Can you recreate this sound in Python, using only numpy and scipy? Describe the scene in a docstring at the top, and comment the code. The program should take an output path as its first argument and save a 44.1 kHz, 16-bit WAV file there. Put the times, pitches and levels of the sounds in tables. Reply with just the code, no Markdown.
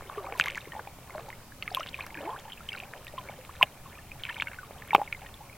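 """Small waves lap over rocks at a lake shore, heard from close by through two adjacent microphones.
Each slap traps air: bubbles ring as short gliding tones, with a click and noisy spray at each onset.
Bursting films tick in the treble, and a hollow between rocks glugs as narrow noise on a pitch curve.
Swarms of random small bubbles gurgle, fizz and crackle with the waves; close echoes thicken the water.
Beneath lie a low open-air wash of coloured noise and the separate hiss of each microphone."""
import sys
import numpy as np
from scipy import signal
from scipy.io import wavfile
from scipy.ndimage import uniform_filter1d

SR = 44100
rng = np.random.default_rng(int(sys.argv[2]) if len(sys.argv) > 2 else 0)


def to_wav(s):
    """Save 16-bit WAV."""
    ch = np.atleast_2d(s).T  # columns
    pcm = np.round(np.clip(ch, -1, 1) * 32767)  # PCM
    wavfile.write(sys.argv[1], SR, pcm.astype(np.int16))


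def undo_db(level):
    """Turn decibels back into plain size, where 20 dB means ten times bigger."""
    steps = np.asarray(level, float) / 20
    return 10 ** steps


N = 245637  # length in samples


def evened(x):
    """Scales to rms 1."""
    return x / np.sqrt(np.mean(x ** 2) + 1e-20)


def add(mix, s, sound):
    """Mixes a sound in at time s, in seconds."""
    part = mix[round(s * SR):][:len(sound)]
    part += sound[:len(part)]


def band(x, low_hz, high_hz):
    """Causal band-pass."""
    sos = signal.butter(2, [low_hz, min(high_hz, .45 * SR)], "band", fs=SR, output="sos")
    return signal.sosfilt(sos, x)


def noise(points, patchy_db, channels):
    """Random short-time spectra of the given colour, with patches that drift in time and pitch; rms 1."""
    hz = np.fft.rfftfreq(8192, 1 / SR)
    real, imag, patches = rng.standard_normal((N // 2048 + 5, 4097, channels, 3)).T
    patches = uniform_filter1d(patches, size=40, axis=1)  # across frequency
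    patches = evened(uniform_filter1d(patches, size=2, axis=2))  # across time
    f, db = np.transpose(points)
    colour_db = np.interp(np.log(hz + 1), np.log(f + 1), db)[:, None]
    spectra = (real + 1j * imag) * undo_db(colour_db + patchy_db * patches)
    sound = signal.istft(spectra, nperseg=8192, noverlap=6144)[1]
    return evened(sound[:, :N])


def microphone_hiss():
    """Self-noise of the microphones, unrelated left and right."""
    # colour of the self-noise: (f/Hz, relative density/dB per Hz)
    hiss_colour = [(25, 0), (1500, -6), (4000, -5.5), (15000, -6.5)]
    return undo_db(-55) * noise(hiss_colour, patchy_db=1.8, channels=2)


def open_air_wash():
    """The low wash of the open shore: patchy coloured noise, strongest in the bass."""
    # colour of the wash: (f/Hz, relative density/dB per Hz)
    wash_colour = [(14, -4), (33, -13), (58, -6.5), (123, -6), (193, -13), (357, -19.5), (780, -20),
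                   (1260, -22), (1600, -30), (2400, -26), (3250, -37.5), (4300, -40), (16000, -52)]
    return undo_db(-50.5) * noise(wash_colour, patchy_db=1.6, channels=1)[0]


def rocks(x):
    """Dense close echoes off wet rocks and the water surface, of random sign and fast decay."""
    taps = np.zeros(SR // 20)
    at = rng.integers(60, len(taps), 400)
    taps[at] = rng.choice([-1., 1.], len(at)) * undo_db(-60 * at / SR / 0.032)  # t60 32 ms
    return signal.oaconvolve(x, taps / np.linalg.norm(taps))[:N]


def laps():
    """Gurgle and fizz levels in dB: every wave swells to its crest and drains away; their powers add."""
    # waves lapping the rocks, at their crests: (t/s, gurgle of large bubbles/dB, fizz of small ones/dB)
    crests = [(.13, -47.5, -52.5), (.26, -44, -54.5), (.45, -47.5, -45.5), (.78, -49, -57.5),
              (1.18, -47, -52), (1.75, -50, -49), (2.0, -51, -50), (2.25, -43.5, -51), (2.5, -63, -55),
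              (2.77, -51.5, -51.5), (2.97, -50.5, -60), (3.253, -48.5, -51), (3.599, -53.5, -52.5),
              (3.9, -56, -58.5), (4.27, -57.5, -50), (4.37, -57, -50.5), (4.5, -54, -54),
              (4.78, -52.5, -57), (4.92, -60, -53.5), (5.0, -52, -56), (5.25, -53.5, -55),
              (5.5, -56.5, -64)]
    swell_db_per_s, drain_db_per_s = 91, 68
    t, power = np.arange(N) / SR, np.zeros((2, N))
    for s, *crest_db in crests:
        fall_db = np.where(t < s, swell_db_per_s * (s - t), drain_db_per_s * (t - s))
        power += undo_db(np.array(crest_db)[:, None] - fall_db) ** 2
    return 10 * np.log10(power)


def swarm(level_db, low_hz, high_hz, per_s, cycles, spread_db, count=24):
    """Many bubble sizes, each born at random moments with random strength, following the given level."""
    out = np.zeros(N)
    shares = np.sqrt(np.hamming(count))  # middle sizes are the strongest
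    for hz, share in zip(np.geomspace(low_hz, high_hz, count), shares):
        chance = rng.uniform(-1, 1, N) * count * SR / per_s  # a bubble is born where it lies within 1
        strength = np.minimum(-np.log(np.minimum(abs(chance), 1)), 2.8)
        born = (abs(chance) < 1) * np.sign(chance) * undo_db(spread_db * strength)
        length, octaves = rng.uniform([.6, -.1], [1.6, .5])
        ring = bubble(hz, 1000 * cycles * length / hz, octaves, rise_ms=600 / hz)
        out += signal.oaconvolve(share * born, ring)[:N]
    return undo_db(level_db) * evened(out)


def glug():
    """A hollow between rocks fills: sloshing sounds its shrinking air space as narrow noise on a pitch curve."""
    # resonance of the hollow: (t/s, f/Hz, level/dB)
    filling = [(2.159, 322, -50), (2.177, 303, -42), (2.2, 279, -62), (2.24, 293, -54), (2.258, 318, -47),
               (2.299, 463, -42.5), (2.34, 636, -64), (2.37, 910, -59)]
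    width_hz = 8
    s, hz, db = np.transpose(filling)
    t = np.arange(s[0], s[-1], 1 / SR)
    r = np.exp(-np.pi * width_hz / SR)
    slosh = signal.lfilter([1], [1, -r], rng.standard_normal((len(t), 2)) @ [1, 1j])
    turns = np.cumsum(np.interp(t, s, hz)) / SR
    tone = (slosh * np.exp(2j * np.pi * turns)).real
    out = np.zeros(N)
    add(out, s[0], undo_db(np.interp(t, s, db)) * evened(tone))
    return out


def ticks(fine_db):
    """A film snaps: a click with a short noisy tail, its top band near the microphone's peak."""
    # bursting films and droplets: (t/s, peak level/dB, gain of the top band before peak scaling/dB)
    snaps = [(0.3586, -40, 10), (0.3767, -36, 0), (0.3847, -35, 5), (0.393, -28, -7), (0.398, -18.5, -11),
             (0.4094, -30, -14), (0.4396, -32, -2.0), (0.459, -27, -3), (0.483, -30, -2),
             (0.507, -32.5, -7), (0.556, -32, -8), (0.574, -30.5, -12), (1.2896, -37.5, -9),
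             (1.7483, -19.5, 12), (1.7697, -33, -4), (2.0653, -30.5, 2), (2.398, -35.5, -13),
             (2.689, -37, -14), (2.7918, -36, 5), (3.0473, -36.5, 13), (3.629, -24, -7), (4.4227, -32, -11),
             (4.8758, -40, 16), (4.947, -30, -11), (4.952, -25, 0), (5.126, -38, -2)]
    t60 = 0.0029  # s
    out, t = np.zeros(N), np.arange(1500) / SR
    for s, db, top_db in snaps:
        burst = rng.standard_normal(len(t)) * undo_db(-60 * t / t60)
        burst[0] += 4.0  # the first crack
        snap = band(burst, 3330, 7700) + undo_db(top_db) * band(burst, 10530, 12670)
        add(out, s, undo_db(db) * snap / abs(snap).max())
    # countless fine droplets, about 250 a second, are loud while the small bubbles fizz
    fine = (rng.random(N) < 250 / SR) * undo_db(8.8 * np.minimum(rng.exponential(1, N), 2.5))
    snap = band(rng.standard_normal(200) * undo_db(-60 * t[:200] / 0.013), 4500, 13000)
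    return out + undo_db(fine_db) * evened(signal.oaconvolve(fine, snap)[:N])


def spray(single, spray_db, mist_db, push_db):
    """The slap behind each bubble throws spray and mist, and shoves the air, in step with its strength."""
    strength = uniform_filter1d(abs(single), size=80, origin=30)  # lags slightly
    hiss = rng.standard_normal((2, N)) * strength
    drops = undo_db(spray_db) * band(hiss[0], 1220, 2640)
    mist = undo_db(mist_db) * np.diff(hiss[1], prepend=0)  # differencing tilts it to the treble
    push = undo_db(push_db) * band(strength, 135, 220)
    return drops + mist + push


def bubble(hz, t60_ms, octaves, rise_ms):
    """A damped pocket of air, its pitch gliding as it nears the surface; about peak 1."""
    linger_db, linger_times = -6, 1.8  # after the first loud swing a weaker ring lingers
    t60, rise = max(t60_ms, .5) / 1000, max(rise_ms, .02) / 1000
    t = np.arange(0, linger_times * t60, 1 / SR)
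    decay = undo_db(-60 * t / t60) + undo_db(linger_db - 60 * t / t60 / linger_times)
    shape = (1 - np.exp(-t / rise)) ** 2 * decay
    turns = np.cumsum(hz * 2 ** (octaves * np.minimum(t / t60, 1))) / SR
    return -shape / shape.max() * np.sin(2 * np.pi * turns)


def bubbles():
    """The bubbles that stand out one by one, each with the click of water closing over its pocket."""
    # single bubbles: (t/s, peak level/dB, starting f/Hz, t60 of the loud swing/ms, glide over t60/octaves)
    pockets = [(.0087, -32.5, 1162, 4.4, -0.17), (0.0231, -33, 680, 3.4, -0.52),
               (0.057, -45, 400, 72, -0.24), (0.0978, -26.5, 1120, 6.7, 0.048),
               (0.1216, -40, 1174, 57, -0.26), (0.139, -43, 2330, 12, 0), (0.1739, -29.5, 438, 92, -0.55),
               (0.1805, -30, 1158, 47, 0.033), (.244, -30.5, 850, 9.2, 0.37), (.2675, -35, 1057, 8.8, 0.23),
               (.2864, -37, 765, 96, 0.22), (0.323, -26, 830, 3.2, 0.37), (.3241, -27, 2330, 5.8, -0.045),
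               (.3229, -37, 482, 75, 0.019), (0.35, -37.5, 1045, 84, -0.49),
               (0.3984, -11.5, 2650, 1.3, -0.015), (0.3981, -9, 1610, 4.7, -0.22),
               (0.4108, -10, 2760, 6, -0.4), (0.421, -25, 2570, 12, -0.57), (.4401, -21.5, 3180, 1.3, .05),
               (0.4588, -19.5, 1710, 2.6, 0.37), (0.4602, -26, 1760, 18, 2), (0.467, -27, 3147, 2.3, 0.1),
               (.471, -30, 1020, 32, 1.1), (0.4787, -29, 2258, 11, -0.95), (0.4827, -23, 3000, 2.8, -0.3),
               (0.483, -20.5, 2160, 12, -.15), (0.501, -24, 2800, 5, -0.63), (.508, -30, 2153, 5.3, -0.04),
               (0.52, -31, 2483, 3.8, -.4), (.548, -27, 2720, 4.3, -0.54), (0.5555, -31, 2110, 25, -0.45),
               (0.57, -31.5, 1210, 4.3, -0.49), (0.5764, -23, 1510, 8.9, 0.55),
               (0.5795, -30.5, 2000, 14, 1.3), (.6075, -38.5, 3755, 8.9, -0.11),
               (0.615, -38.5, 2700, 8.9, 0.005), (0.655, -38.5, 2100, 15, -0.15),
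               (.673, -35, 409, 10, 0.11), (.72, -33.5, 1900, 25, -0.15), (.7205, -39.5, 3040, 15, -0.15),
               (0.7344, -32.5, 880, 4.6, 0.31), (0.742, -37, 1990, 6.5, -0.2),
               (.7507, -32.5, 860, 21, -0.53), (.7638, -34.5, 864, 82, -0.014),
               (0.7927, -26.5, 950, 6.7, -0.22), (0.7958, -30, 1473, 9.2, 0.21), (.803, -42, 447, 45, 0.53),
               (0.8723, -32, 776, 15, 0.26), (.874, -38.5, 2440, 15, -.1), (.987, -34.5, 795, 2, -0.97),
               (1.097, -35.5, 1200, 7.3, -0.28), (1.1053, -36, 2130, 13, -0.14), (1.15, -33, 598, 93, 0.23),
               (1.1494, -29, 830, 6.3, -0.15), (1.1765, -37.5, 634, 55, 0.2),
               (1.1809, -26.5, 1473, 2.6, -.23), (1.193, -36.5, 1000, 16, 1.1),
               (1.21, -47.5, 472, 140, -0.45), (1.284, -37, 792, 66, 1.2), (1.3029, -29, 2170, 3.9, -0.27),
               (1.328, -34.5, 1950, 23, 0.36), (1.521, -39, 1590, 12, 0.27), (1.6245, -40, 1250, 30, 0.19),
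               (1.6247, -21, 2640, 5.1, 0.27), (1.627, -38, 4220, 12, 0.3), (1.628, -35, 2120, 21, -0.1),
               (1.677, -37.5, 1215, 51, 0.17), (1.6777, -22, 2370, 10, -0.83),
               (1.7065, -39.5, 4400, 8.9, 0.11), (1.7155, -32, 760, 56, -0.34),
               (1.726, -39, 5200, 6.1, 0.13), (1.7477, -15, 3250, 4.6, 0.17), (1.759, -30, 2603, 8, 0.17),
               (1.7694, -30, 2400, 9.3, 0.33), (1.771, -22, 1053, 30, 0.0021),
               (1.7964, -31, 670, 23, -0.17), (1.796, -30, 2750, 2.2, 0.032), (1.8, -30.5, 5500, 2.9, 0),
               (1.8045, -35, 3000, 14, -0.34), (1.8068, -32, 2070, 6.7, -0.098),
               (1.806, -28.5, 1205, 47, 0.8), (1.831, -31, 3020, 23, -0.46),
               (1.8625, -25.5, 1940, 0.77, -0.57), (1.8702, -29.5, 3320, 2.2, 0),
               (1.888, -32, 3140, 13, 1.8), (1.876, -34, 2862, 11, 0.003), (1.9313, -41, 3100, 15, 0.18),
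               (1.9431, -24, 2560, 14, -0.39), (1.989, -33.5, 1006, 25, 0.79), (2.007, -26, 2320, 17, 0.55),
               (1.993, -43, 1670, 30, -0.16), (2.024, -41, 4200, 13, -.1), (2.026, -40, 2400, 21, 0.2),
               (2.038, -40.5, 995, 27, 0.0021), (2.066, -30.5, 1405, 2.9, -0.16),
               (2.105, -39.5, 2150, 15, 0.0069), (2.123, -42.5, 840, 38, .5),
               (2.1445, -30.5, 2600, 6.9, -0.42), (2.1522, -33, 1790, 13, -0.32),
               (2.1726, -32, 2170, 8.3, 0.59), (2.173, -37, 1516, 65, 1.3), (2.189, -38, 2368, 22, 0.29),
               (2.205, -35.5, 620, 48, -0.52), (2.21, -41, 2900, 18, 0.0073), (2.219, -44, 730, 110, 1),
               (2.23, -40, 1320, 22, -0.01), (2.25, -36, 662, 140, 0.26), (2.2613, -46, 2090, 12, 0),
               (2.2742, -29.5, 884, 98, -0.24), (2.2914, -30.5, 960, 58, 0.53), (2.292, -37, 1410, 9, 0),
               (2.2979, -36, 670, 56, 0.29), (2.3048, -40, 3260, 8.2, 0.06),
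               (2.3124, -32.5, 862, 55, 0.063), (2.329, -33.5, 1010, 75, 0.72), (2.3457, -39, 900, 67, 1.8),
               (2.3622, -34, 1410, 23, 1), (2.389, -40, 3160, 18, 0.7), (2.4524, -38, 820, 51, 0.66),
               (2.478, -40.5, 808, 42, 0.73), (2.4995, -40, 3000, 7.3, 0.27),
               (2.5207, -32.5, 2980, 16, 0.62), (2.5316, -34, 3180, 13, -0.46),
               (2.575, -41, 2420, 24, 0.67), (2.606, -38, 1290, 27, 0.38), (2.689, -25.5, 2990, 17, 0.3),
               (2.704, -37, 2600, 11, 0.1), (2.7196, -32.5, 2220, 24, 0.093),
               (2.73, -30.5, 2800, 29, -0.21), (2.7305, -37.5, 4900, 7, -0.11),
               (2.738, -35, 1550, 24, -0.21), (2.7485, -33, 1950, 12, 0.61), (2.751, -33.5, 1520, 26, -0.7),
               (2.763, -39, 4000, 10, 0), (2.7762, -33.5, 2368, 17, 0.19), (2.785, -32, 2603, 5, .4),
               (2.8011, -27.5, 2710, 9.1, -0.47), (2.826, -37.5, 698, 81, 0.63),
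               (2.835, -34, 2340, 12, 0.39), (2.9364, -26, 1720, 3, -0.1), (2.963, -43, 840, 42, .2),
               (3.0686, -30, 2560, 4.4, -0.096), (3.078, -42, 1880, 49, 0),
               (3.081, -35.5, 3750, 5.4, -0.067), (3.138, -34, 606, 19, 0.018),
               (3.179, -30, 1065, 55, -0.24), (3.185, -31.5, 2800, 6.5, 0.9),
               (3.2873, -34.5, 2220, 19, 0.1), (3.2959, -29, 740, 7.6, -0.36),
               (3.386, -41, 519, 75, -0.034), (3.45, -35.5, 2700, 3, -0.62), (3.4929, -36, 980, 28, 1.4),
               (3.6114, -16, 1020, 33, 0.027), (3.6217, -20, 2520, 7.4, -1.1),
               (3.6275, -26, 1360, 21, -0.5), (3.6275, -0.5, 2420, 3.9, 0.57),
               (3.631, -28.5, 11500, 9.1, 0.038), (3.6306, -15, 820, 10.7, -0.71),
               (3.857, -42.5, 1103, 55, -0.17), (3.917, -46.5, 1660, 20, 0.16), (3.953, -42, 2430, 17, 0),
               (3.9744, -43, 1265, 25, -0.15), (3.983, -41, 2580, 9.3, 0), (3.988, -44.5, 1790, 46, -0.14),
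               (4.1166, -32.5, 2435, 23, 0.17), (4.156, -47, 845, 50, 0), (4.236, -23, 3340, 6.7, -0.63),
               (4.252, -22.5, 2680, 5, -0.6), (4.2633, -40, 2330, 68, -0.082), (4.289, -30, 1610, 14, 0.33),
               (4.292, -26, 1950, 3.3, -0.057), (4.2948, -29.5, 3200, 6.3, -0.23),
               (4.2953, -37, 1330, 31, 0.48), (4.2972, -26, 1890, 16, -0.31), (4.3034, -37, 940, 39, 0.18),
               (4.304, -34, 2240, 27, -0.53), (4.3105, -37, 2620, 39, 0.23),
               (4.344, -33.5, 3130, 11, -0.63), (4.366, -36, 2280, 21, -0.13), (4.38, -37, 874, 26, 0.17),
               (4.387, -36, 3200, 9.9, 0.024), (4.3995, -19.5, 2330, 11, -0.25),
               (4.409, -22.5, 3001, 3.7, 0.57), (4.4215, -17.5, 2380, 7.9, 0.85),
               (4.422, -16.5, 1540, 3.2, 0.14), (4.4218, -39.5, 940, 26, 0.22),
               (4.4713, -27.5, 2170, 24, 0.092), (4.471, -34, 1520, 28, .2), (4.4827, -35, 1545, 16, -0.14),
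               (4.483, -34, 2730, 14, 0.064), (4.515, -37, 1700, 14, -0.38), (4.5322, -35, 2300, 10, -0.36),
               (4.532, -40, 1300, 16, 0.59), (4.545, -39, 2330, 5.1, 0.59),
               (4.5863, -32.5, 1510, 48, -0.095), (4.631, -37, 1240, 34, -0.42),
               (4.7084, -31, 570, 5.2, 0.44), (4.822, -32, 2000, 6.5, -0.37), (4.9069, -22, 2230, 14, 0.12),
               (4.918, -30, 1890, 12, 0.065), (4.9313, -16.5, 912, 30, -0.43), (4.932, -30, 2530, 23, 0.69),
               (4.9375, -32, 3600, 24, 0.16), (4.947, -22, 3180, 8.7, 0.087), (4.9489, -14, 520, 2.4, -1.4),
               (4.9497, -10, 1277, 10.3, -0.4), (4.9483, -5.5, 953, 16, -0.92),
               (4.9494, -8, 2590, 4.2, -0.55), (4.949, -35, 385, 96, 0.91),
               (4.961, -19.5, 2680, 4.4, -0.051), (4.981, -22.5, 610, 3.9, -0.73),
               (4.988, -28, 560, 17, 0.7), (4.9955, -26.5, 816, 43, 0.1), (5.0153, -18, 806, 18, 0.16),
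               (5.029, -36, 894, 21, -0.13), (5.076, -33.5, 2300, 19, -0.45), (5.1243, -38, 1390, 34, 0),
               (5.1264, -19, 2470, 9.8, -0.5), (5.1474, -33.5, 2150, 25, -0.17),
               (5.217, -40, 717, 59, 0.38), (5.229, -41, 804, 40, 0), (5.2619, -39, 1880, 27, 0),
               (5.3414, -38, 3600, 12, -0.22), (5.4058, -41, 790, 86, 0.92),
               (5.497, -41.5, 2200, 18, 0.096), (5.5288, -43, 2410, 22, 0.2)]
    click_db, click_ms = -22, 0.17
    out, u = np.zeros(N), np.arange(200) / SR * 1000 / click_ms
    click = (1 - u) * np.exp(-u)
    for s, db, hz, t60_ms, octaves in pockets:
        rise_ms = 1000 * 0.43 / hz  # it swells within a fraction of a cycle,
        rise_ms += 0.0021 * t60_ms  # long ringers a little more softly,
        rise_ms += 0.46 * undo_db(1.35 * db)  # and the hardest slaps take longest to close their pocket
        add(out, s, undo_db(db) * bubble(hz, t60_ms, octaves, rise_ms))
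        add(out, s, undo_db(db + click_db) * click)
    return out


def scene():
    """Water and wash in front of both microphones alike."""
    gurgle_db, fizz_db = laps()
    single = bubbles()
    water = single + spray(single, spray_db=-11.5, mist_db=-31.0, push_db=-21.0)
    water += glug() + ticks(fine_db=fizz_db - 18)
    water += swarm(gurgle_db, low_hz=361.0, high_hz=1762, per_s=800, cycles=21.6, spread_db=4.5)
    water += swarm(fizz_db, low_hz=1150, high_hz=4360, per_s=650, cycles=16.6, spread_db=7.0)
    # dry crackle of drops that hardly ring
    water += swarm(fizz_db - 7, low_hz=867, high_hz=5080, per_s=330, cycles=4.1, spread_db=11.0)
    water += undo_db(-11.5) * rocks(water)
    return (water + open_air_wash()) * np.ones((2, 1))


def band_limit(x):
    """A steep low-pass at the top of the band."""
    return signal.sosfilt(signal.butter(12, 16990, fs=SR, output="sos"), x)


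def record(dry):
    """Adds microphone hiss, clips at a hard ceiling and limits the band."""
    ceiling, edge_hz = .92, 16000
    x = np.clip(dry + microphone_hiss(), -ceiling, ceiling)
    low_pass = signal.firwin(511, edge_hz, window=("kaiser", 9), fs=SR)
    mix = signal.oaconvolve(x, low_pass[None], "same")
    return band_limit(mix)


dry = scene()
out = record(dry)
to_wav(out)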